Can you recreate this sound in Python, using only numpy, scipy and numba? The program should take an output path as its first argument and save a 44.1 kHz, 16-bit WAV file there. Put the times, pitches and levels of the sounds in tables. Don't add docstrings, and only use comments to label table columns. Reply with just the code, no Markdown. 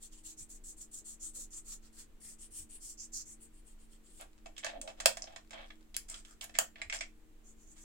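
import sys
import numpy as np
from scipy import signal
from scipy.fft import rfft, irfft, next_fast_len
from scipy.io import wavfile
from numba import njit

SR = 44100
rng = np.random.default_rng(int(sys.argv[2]) if len(sys.argv) > 2 else 0)


def store_wav(level_fs):
    pcm = np.round(np.clip(np.atleast_2d(level_fs), -1, 1) * 32767)
    wavfile.write(sys.argv[1], SR, pcm.T.astype(np.int16))


N = 345728
SIDES = np.array([[1], [-1]])

# t/s, length/s, hiss level/dB before the swell,
# direction (above 0 push, below 0 pull; its size says how strongly)
STROKES = [(0.0, 0.083, -53.5, 0.84), (.104, 0.12, -59, -0.74), (.23, .11, -49, 1),
           (.366, 0.083, -47.5, -0.24), (.485, 0.096, -52, 0.89), (.634, .1, -46.5, 0.48),
           (.764, .095, -50, 0.52), (.911, .1, -45, 0.0062), (1.042, 0.11, -45, 0.14),
           (1.194, 0.12, -42, -0.83), (1.33, .13, -44, 0.77), (1.503, .11, -46, -1.5),
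           (1.643, .13, -47.5, 1), (1.818, 0.074, -63.5, -0.86), (1.923, .13, -54, 1),
           (2.199, .15, -49, 0.75), (2.381, 0.098, -50.5, -0.68), (2.503, .15, -46, 1),
           (2.689, 0.1, -49, -1.4), (2.797, 0.15, -47.5, 0.93), (2.972, 0.093, -45, -1.2),
           (3.118, .11, -42, 0.026), (3.251, 0.097, -50.5, -0.18), (3.393, 0.083, -57.5, 0.74),
           (3.519, 0.095, -64, -1), (3.646, 0.094, -61.5, 0.33), (3.779, 0.092, -66.5, -0.41),
           (3.884, 0.092, -67, 0.77), (4.028, 0.115, -62.5, -1), (4.11, 0.15, -59, 1),
           (7.43, .11, -61.5, -1), (7.556, 0.12, -66, 1), (7.652, .095, -60, -0.64),
           (7.747, 0.23, -58.5, 0.69)]
# t/s, mid-stroke centre f/Hz,
# lower edge f/Hz before the push shift, singing at that edge level/dB,
# drag f/Hz, drag level/dB at usual effort
GRIP = [(.05, 7750, 4430, 1, 3400, -66), (.3, 7530, 3800, 2.5, 2780, -65), (.55, 7630, 3120, -9, 1530, -73),
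        (1.25, 7760, 3180, 1, 1290, -69), (1.55, 7340, 4300, -8, 1180, -64),
        (1.8, 7500, 3720, 3, 1210, -61), (2.27, 8470, 5150, 4, 1970, -64),
        (2.44, 8460, 5460, 4.5, 3060, -64), (2.75, 8630, 5540, -2, 2800, -63.5),
        (2.88, 8140, 5040, 9.5, 3120, -69), (3.02, 6940, 4600, 6, 2600, -67),
        (3.18, 6930, 4460, 6, 1380, -68), (3.42, 8270, 6750, -2, 2660, -70),
        (4.2, 8090, 6500, 0, 3400, -67.5), (7.45, 7180, 6280, 5, 1488, -75),
        (7.84, 7400, 6210, 6, 1754, -71)]
# f/Hz, level/dB
WIPE_HISS = [(2000, -17.5), (4200, -5.5), (5200, -10), (7500, -0.5), (9500, -4.5), (12000, -9.5),
             (12500, -9), (15500, -12.5)]
# f/Hz, level/dB
WIPE_DRAG = [(300, -15.5), (600, -10.5), (1300, -3.5), (3300, 1), (5000, 4), (8000, -9)]
PULL_GLIDE_HZ, PUSH_GLIDE_HZ = 600, -350
PUSH_BROAD_DB, PUSH_EDGE_OCT = 4.5, -0.049
USUAL_STROKE_DB, DRAG_GROWTH = -49, 0.28
DRAG_RING_DB = 4.5
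WIPE_PAN_DB = -2.5


def wiping(width_hz, hiss_db, swell, uneven_db):
    out = np.zeros((2, N))
    grip_s, *grip = np.transpose(GRIP)
    for s, length, db, direction in STROKES:
        u = np.linspace(0, 1, int(length * SR))
        middle_s = s + length / 2
        settings = [np.interp(middle_s, grip_s, column) for column in grip]
        centre_hz, edge_hz, edge_db, drag_hz, drag_db = settings
        edge_hz = edge_hz * 2 ** (direction * PUSH_EDGE_OCT)

        grit_db = np.interp(db, [-48, -43], [2.2, 3.2])
        slips = friction(len(u), catch_hz=1475, grit_db=grit_db)
        grains = ports(slips[0], slips[1:], scatter_db=14, lag_ms=.1)

        glide_hz = PUSH_GLIDE_HZ if direction > 0 else PULL_GLIDE_HZ
        centre = centre_hz + glide_hz * (2 * u - 1)
        peak = np.array([moving_peak(port, centre, width_hz) for port in grains])
        broad = level(colour(grains, WIPE_HISS), hiss_db + direction * PUSH_BROAD_DB)
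        hiss = level(peak, 0) + broad
        hiss = colour(hiss, [(edge_hz * 0.71, -18), (edge_hz, edge_db), (min(edge_hz * 1.73, 8200), 0),
                             (9000, 0), (10000, 2), (12000, 3), (12600, -2), (15000, 0)])

        drag = friction(len(u), catch_hz=908.0, grit_db=5.5)[1:]
        singing = undb(DRAG_RING_DB) * resonate(drag, drag_hz, drag_hz / 5)
        drag = colour(drag + singing, WIPE_DRAG)
        drag_db = drag_db + DRAG_GROWTH * (db - USUAL_STROKE_DB)

        speed = np.abs(np.sin(np.pi * u)) ** swell
        stroke = (level(hiss, db) + level(drag, drag_db)) * speed
        add(out, s, pan(stroke, WIPE_PAN_DB))
    return out * undb(uneven_db * walk(70))


def moving_peak(x, centre, width_hz):
    once = sweep(x, centre, float(width_hz))
    return sweep(once, centre, float(width_hz))


# f/Hz, left minus right level/dB
PLATE_BALANCE = [(1000, 7.5), (3500, 1), (5400, -6), (7200, 1.5), (8500, 9), (10000, 3), (12000, -1),
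                 (13500, -5)]


def plate_reflections(wipe):
    left = colour(wipe[0], [(hz, db / 2) for hz, db in PLATE_BALANCE])
    right = colour(wipe[1], [(hz, -db / 2) for hz, db in PLATE_BALANCE])
    return np.array([left, right])


# t/s, relative level/dB, hardness (added to treble and top)/dB, part
CLICKS = [(4.211, -53, 5, "rim"), (4.458, -50, 5, "base"), (4.565, -56.5, -5, "clip"),
          (4.579, -47.5, 3.5, "clip"), (4.645, -38.5, 5, "frame"), (4.664, -42.5, -4, "frame"),
          (4.8142, -44, 0, "cable"), (4.875, -46.5, 3, "base"), (5.001, -41, 3, "frame"),
          (5.058, -20.5, -0.5, "case"), (5.17, -44, 5.5, "frame"), (5.2215, -43.5, 14, "hinge"),
          (5.241, -52, -5, "hinge"), (5.271, -54, -8, "base"), (5.323, -65, -4, "frame"),
          (5.3608, -48, -4, "frame"), (5.507, -53, 2, "frame"), (5.53, -49.5, -1.5, "base"),
          (5.703, -53.5, -21, "frame"), (5.943, -49, -1, "clip"), (5.966, -35.5, -1, "latch"),
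          (6.098, -47, 6, "cable"), (6.142, -49, 2, "clip"), (6.249, -58, 3, "clip"),
          (6.41, -45, 3, "clip"), (6.443, -49.5, 5, "rim"), (6.494, -57.5, 1, "frame"),
          (6.551, -46.5, -4, "key"), (6.587, -25, 1, "plate"), (6.757, -55, -12, "key"),
          (6.8161, -40, -1.5, "key"), (6.898, -40.5, 3.5, "key"), (6.9244, -38.5, 0, "key"),
          (6.989, -51.5, 7, "hinge"), (7.008, -39, 4.5, "key")]
PARTS = {"case": (5, 2.5, -7.5, 2231.5, 6, 2, 1.3, -2.5),
         "plate": (-0.5, -2.5, -5.5, 7051.5, 2, 4.5, 2, -2),
         "frame": (2.5, -2, -22.5, 1810, -2.5, 4, 4.5, -3), "base": (7, -9, -29, 740, 2.5, 6, 6.5, -2.5),
         "key": (-2.5, -1.5, -35, 2157, 16.5, 7.5, 3.5, -2.5),
         "clip": (-1, 5.5, -14.5, 3280, 17.5, 4.5, 4.5, -4),
         "hinge": (9.5, -1, -45, 5450, 22.5, 7, 0.3, -2.5), "cable": (-5, 10, -8.5, 8200, 3, 3, 3, -1.5),
         "latch": (-38.5, 10, 1, 11050, 9, 8, .15, 0.5), "rim": (19, 3, -2.5, 10800, 11, 5.5, 0.1, -2.5),
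         "cloth": (-3, -4, -18, 1331, 15, 5.5, 3, 1), "bench": (16.5, -24, -34, 592.5, 22.5, 5, 5, -3)}
STRIKE_DB = -3


def clicking(body_s, spread_ms, gain_db):
    out = np.zeros((2, N))
    t_ms = np.arange(SR // 6) / SR * 1000
    for s, db, hard_db, part in CLICKS:
        thud_db, treble_db, top_db, ring_hz, ring_db, coupling_db, rattle_ms, pan_db = PARTS[part]
        impacts = friction(len(t_ms), catch_hz=2480, grit_db=5.0)
        impacts = impacts * (1 - np.exp(-t_ms * 5 / rattle_ms))
        direct = unit(impacts[0] * np.exp(-t_ms / rattle_ms))
        strike_at = int(SR * rattle_ms / 5000)
        direct[strike_at] += undb(STRIKE_DB - rattle_ms)
        scattered = impacts[1:] * np.exp(-t_ms / (rattle_ms + spread_ms))
        force = ports(direct, scattered, scatter_db=0.5, lag_ms=.47)
        sound = touch(force, thud_db, treble_db + hard_db, top_db + hard_db, ring_hz, ring_db, coupling_db)
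        loudness = np.sqrt(body_s * SR) * undb(db + gain_db)
        add(out, s, pan(sound * loudness, pan_db))
    return out


# t/s, length/s, relative level/dB,
# hardness (added to treble and top)/dB, part
SCRAPES = [(4.194, 0.038, -50, -5, "base"), (4.198, .035, -60, -3, "cloth"),
           (4.583, 0.023, -49.5, 13, "key"), (4.628, 0.089, -42.5, -13.5, "frame"),
           (4.69, 0.095, -57, -31, "frame"), (4.72, 0.058, -45.5, -3, "bench"),
           (4.822, .051, -50, 12, "bench"), (4.872, 0.046, -48, 3, "base"), (4.968, 0.11, -55.5, 0, "base"),
           (5.193, 0.19, -58.5, -12, "base"), (5.514, 0.11, -50, -27, "base"),
           (5.534, 0.13, -53.5, -26, "frame"), (6.083, 0.13, -52.5, -6, "cable"),
           (6.082, 0.052, -46.5, -3, "cable"), (6.127, 0.04, -55.5, -3, "cloth"),
           (6.248, .096, -59, 12, "cloth"), (6.419, .035, -44.5, -2.5, "plate"),
           (6.539, 0.046, -47, 3, "key"), (6.584, 0.03, -44.5, -9.5, "cloth"),
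           (6.765, 0.058, -58, -17, "frame"), (6.928, 0.043, -38.5, 6.5, "frame"),
           (7.01, 0.033, -45, -2, "key"), (7.758, 0.05, -60.5, -10.5, "cable")]


def scraping(swell, gain_db):
    out = np.zeros((2, N))
    for s, length, db, hard_db, part in SCRAPES:
        thud_db, treble_db, top_db, ring_hz, ring_db, coupling_db, _, _ = PARTS[part]
        u = np.minimum(np.arange(SR // 3) / SR / length, 1)
        slips = friction(len(u), catch_hz=1100, grit_db=4.8)
        slips = slips * np.abs(np.sin(np.pi * u)) ** swell
        force = ports(slips[0], slips[1:], scatter_db=6.0, lag_ms=.45)
        sound = touch(force, thud_db, treble_db + hard_db, top_db + hard_db, ring_hz, ring_db, coupling_db)
        loudness = np.sqrt(length * SR) * undb(db + gain_db)
        add(out, s, pan(sound * loudness, pan_db=-1.1))
    return out


def touch(force, thud_db, treble_db, top_db, ring_hz, ring_db, coupling_db):
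    part = undb(ring_db) * resonate(force, ring_hz, 60 + ring_hz / 8)
    body = chassis(force, ring_db=coupling_db, place_db=2.0)
    return unit(colour(body + part, contact(thud_db, treble_db, top_db)))


# f/Hz, width/Hz, relative level/dB
CHASSIS = [(623, 31, -8.5), (684, 73, 4.5), (1163, 24, -5.5), (1596, 35, -8), (1830, 11, -11),
           (2240, 34, -2), (2600, 44, -6), (3220, 210, -3.5), (5100, 71, -12.5), (7185, 110, -2.5),
           (7580, 180, -6)]


def chassis(force, ring_db, place_db):
    places = rng.standard_normal(len(CHASSIS))
    modes = 0
    for (hz, width, db), place in zip(CHASSIS, places):
        modes = modes + undb(db + place_db * place) * resonate(force, hz, width)
    return force + undb(ring_db) * modes


def contact(thud_db, treble_db, top_db):
    return [(100, thud_db - 27), (380, thud_db - 23.5), (540, thud_db - 1), (780, thud_db - 4.5),
            (1000, thud_db / 4 - 3.0), (1700, 0.99), (3800, -1.97), (5000, treble_db / 2),
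            (7800, treble_db), (9300, (2 * treble_db + top_db) / 3), (11000, top_db), (15500, top_db)]


def friction(size, catch_hz, grit_db):
    chance = rng.standard_normal((4, SR // 3))[:, :size]
    catches = np.interp(np.arange(size) / SR * catch_hz, np.arange(size), chance[0])
    return chance[1:] * undb(grit_db * catches)


def ports(direct, scattered, scatter_db, lag_ms):
    late = np.pad(direct, (int(lag_ms * SR / 1000), 0))[:len(direct)]
    return unit(np.array([late, direct])) + undb(scatter_db) * unit(scattered)


# from t/s, to t/s, ticks per s, middle level/dB before the room
CRINKLES = [(4.255, 4.449, 25, -74), (5.236, 5.896, 45, -73.5)]


def crinkling(spread_db, tick_ms):
    out = np.zeros((2, N))
    t_ms = np.arange(SR // 50) / SR * 1000
    for start, end, rate, db in CRINKLES:
        count = int((end - start) * rate)
        for moment, size in rng.random((count, 2)):
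            tick = rng.standard_normal((2, len(t_ms))) * np.exp(-t_ms / tick_ms)
            tick = colour(tick, [(800, -10), (2500, -8), (5500, -9.5), (8500, -13), (14000, -47)])
            tick = level(tick, db + spread_db * (2 * size - 1))
            add(out, start + moment * (end - start), tick)
    return out


# t/s, length/s, f/Hz, level/dB
BUMPS = [(.39, .07, 114, -67.5), (.99, .07, 385, -74.5), (1.34, .09, 524, -75), (2.58, .09, 72, -62.5),
         (4.735, .11, 270, -63), (5.06, .072, 137.6, -69), (6.595, .05, 171, -72),
         (6.84, .082, 68.2, -61.5)]


def bumping(width_share):
    out = np.zeros((2, N))
    for s, length, hz, db in BUMPS:
        push = resonate(rng.standard_normal(SR // 2), hz, hz * width_share)
        push = resonate(push, hz, hz * width_share)
        size = int(length * SR)
        add(out, s, level(push[-size:] * np.hanning(size), db))
    return out


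# middle f/Hz, level/dB, left minus right level/dB
HUM = [(178.5, -83, -5.5), (223.7, -71.5, 5.5), (314.5, -73.5, 0.5), (457, -85, -0.5)]


def hum(waver_hz, flutter_db):
    out = 0
    for hz, db, pan_db in HUM:
        phase = 2 * np.pi * np.cumsum(hz + waver_hz * walk(25)) / SR
        tone = np.sin(phase) * undb(flutter_db * walk(9))
        out = out + pan(level(tone, db), pan_db)
    return out


# f/Hz, relative level/dB
AIR = [(12, -9.5), (27, 2), (35, -14.5), (45, -15.5), (65, -20), (110, -27), (170, -36), (330, -26.5),
       (520, -37), (1100, -41), (2500, -43.5), (5500, -51), (7600, -45), (9500, -51), (15000, -52.5)]
# f/Hz, correlation
AIR_LIKENESS = [(30, 0.93), (120, 0.65), (300, .55), (700, 0.081), (2000, .03)]
AIR_DB = -56.5


def air():
    mid, side = rfft(rng.standard_normal((2, N)))
    likeness = along(AIR_LIKENESS, N)
    shared = mid * np.sqrt(1 + likeness)
    opposed = SIDES * side * np.sqrt(1 - likeness)
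    return level(colour(irfft(shared + opposed, N), AIR), AIR_DB)


def room(x, wet_db, t60_s, dull_db):
    t = np.arange(SR // 2) / SR
    decay = undb(-60 * t / t60_s) * (1 - np.exp(-t / 0.0013))
    tail = unit(rng.standard_normal((2, len(t))) * decay)
    tail = colour(tail, [(500, 1.2), (1200, 1.4), (2200, -0.18), (4000, -1.5), (7500, -0.39), (12000, dull_db)])
    wet = signal.fftconvolve(x, tail, axes=1)[:, :N]
    return (x + undb(wet_db) * wet) / np.hypot(1, undb(wet_db))


def undb(db):
    return 10 ** (np.asarray(db) / 20)


def unit(x):
    return x / np.sqrt(np.sum(x ** 2, axis=-1, keepdims=True))


def level(x, db):
    return x * undb(db) / np.sqrt(np.mean(x ** 2))


def along(points, size):
    hz, value = np.transpose(points)
    bins_hz = np.arange(size // 2 + 1) * SR / size
    return np.interp(np.log(bins_hz + 1), np.log(hz), value)


def colour(x, points):
    size = 2 * next_fast_len(x.shape[-1])
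    cepstrum = irfft(np.log(undb(along(points, size))))
    cepstrum[1:size // 2] *= 2
    cepstrum[size // 2 + 1:] = 0
    response = np.exp(rfft(cepstrum))
    return irfft(rfft(x, size) * response)[..., :x.shape[-1]]


def resonate(x, hz, width_hz):
    return signal.lfilter(*signal.iirpeak(hz, hz / width_hz, fs=SR), x)


@njit
def sweep(x, hz, width):
    y, band, low = np.empty(len(x)), 0., 0.
    for i in range(len(x)):
        g, k = np.tan(np.pi * hz[i] / SR), width / hz[i]
        v = (band + g * (x[i] - low)) / (1 + g * (g + k))
        band, low, y[i] = 2 * v - band, low + 2 * g * v, k * v
    return y


def add(track, s, x):
    start = max(int(s * SR), 0)
    x = x[..., :N - start]
    track[..., start:start + x.shape[-1]] += x


def walk(rate):
    return np.interp(np.arange(N) / SR * rate, np.arange(N), rng.standard_normal(N))


def pan(x, pan_db):
    gains = undb(SIDES * pan_db / 2)
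    return x * gains / np.sqrt(np.mean(gains ** 2, axis=0))


def scene():
    wipe = wiping(width_hz=2880, hiss_db=-5.5, swell=0.82, uneven_db=2.5)
    wipe = plate_reflections(room(wipe, wet_db=1, t60_s=0.095, dull_db=-3.5))
    handling = clicking(body_s=0.016, spread_ms=1.0, gain_db=2.5)
    handling = handling + scraping(swell=0.4, gain_db=-2.5)
    handling = handling + crinkling(spread_db=2.5, tick_ms=0.72)
    handling = room(handling, wet_db=-3, t60_s=0.17, dull_db=-5.5)
    background = hum(waver_hz=2.2, flutter_db=3.0) + air()
    return wipe + handling + bumping(width_share=0.3) + background


TOP_HZ = 15900


def record(dry):
    return signal.sosfilt(signal.ellip(10, .2, 80, TOP_HZ, fs=SR, output="sos"), dry)


dry = scene()
out = record(dry)
store_wav(out)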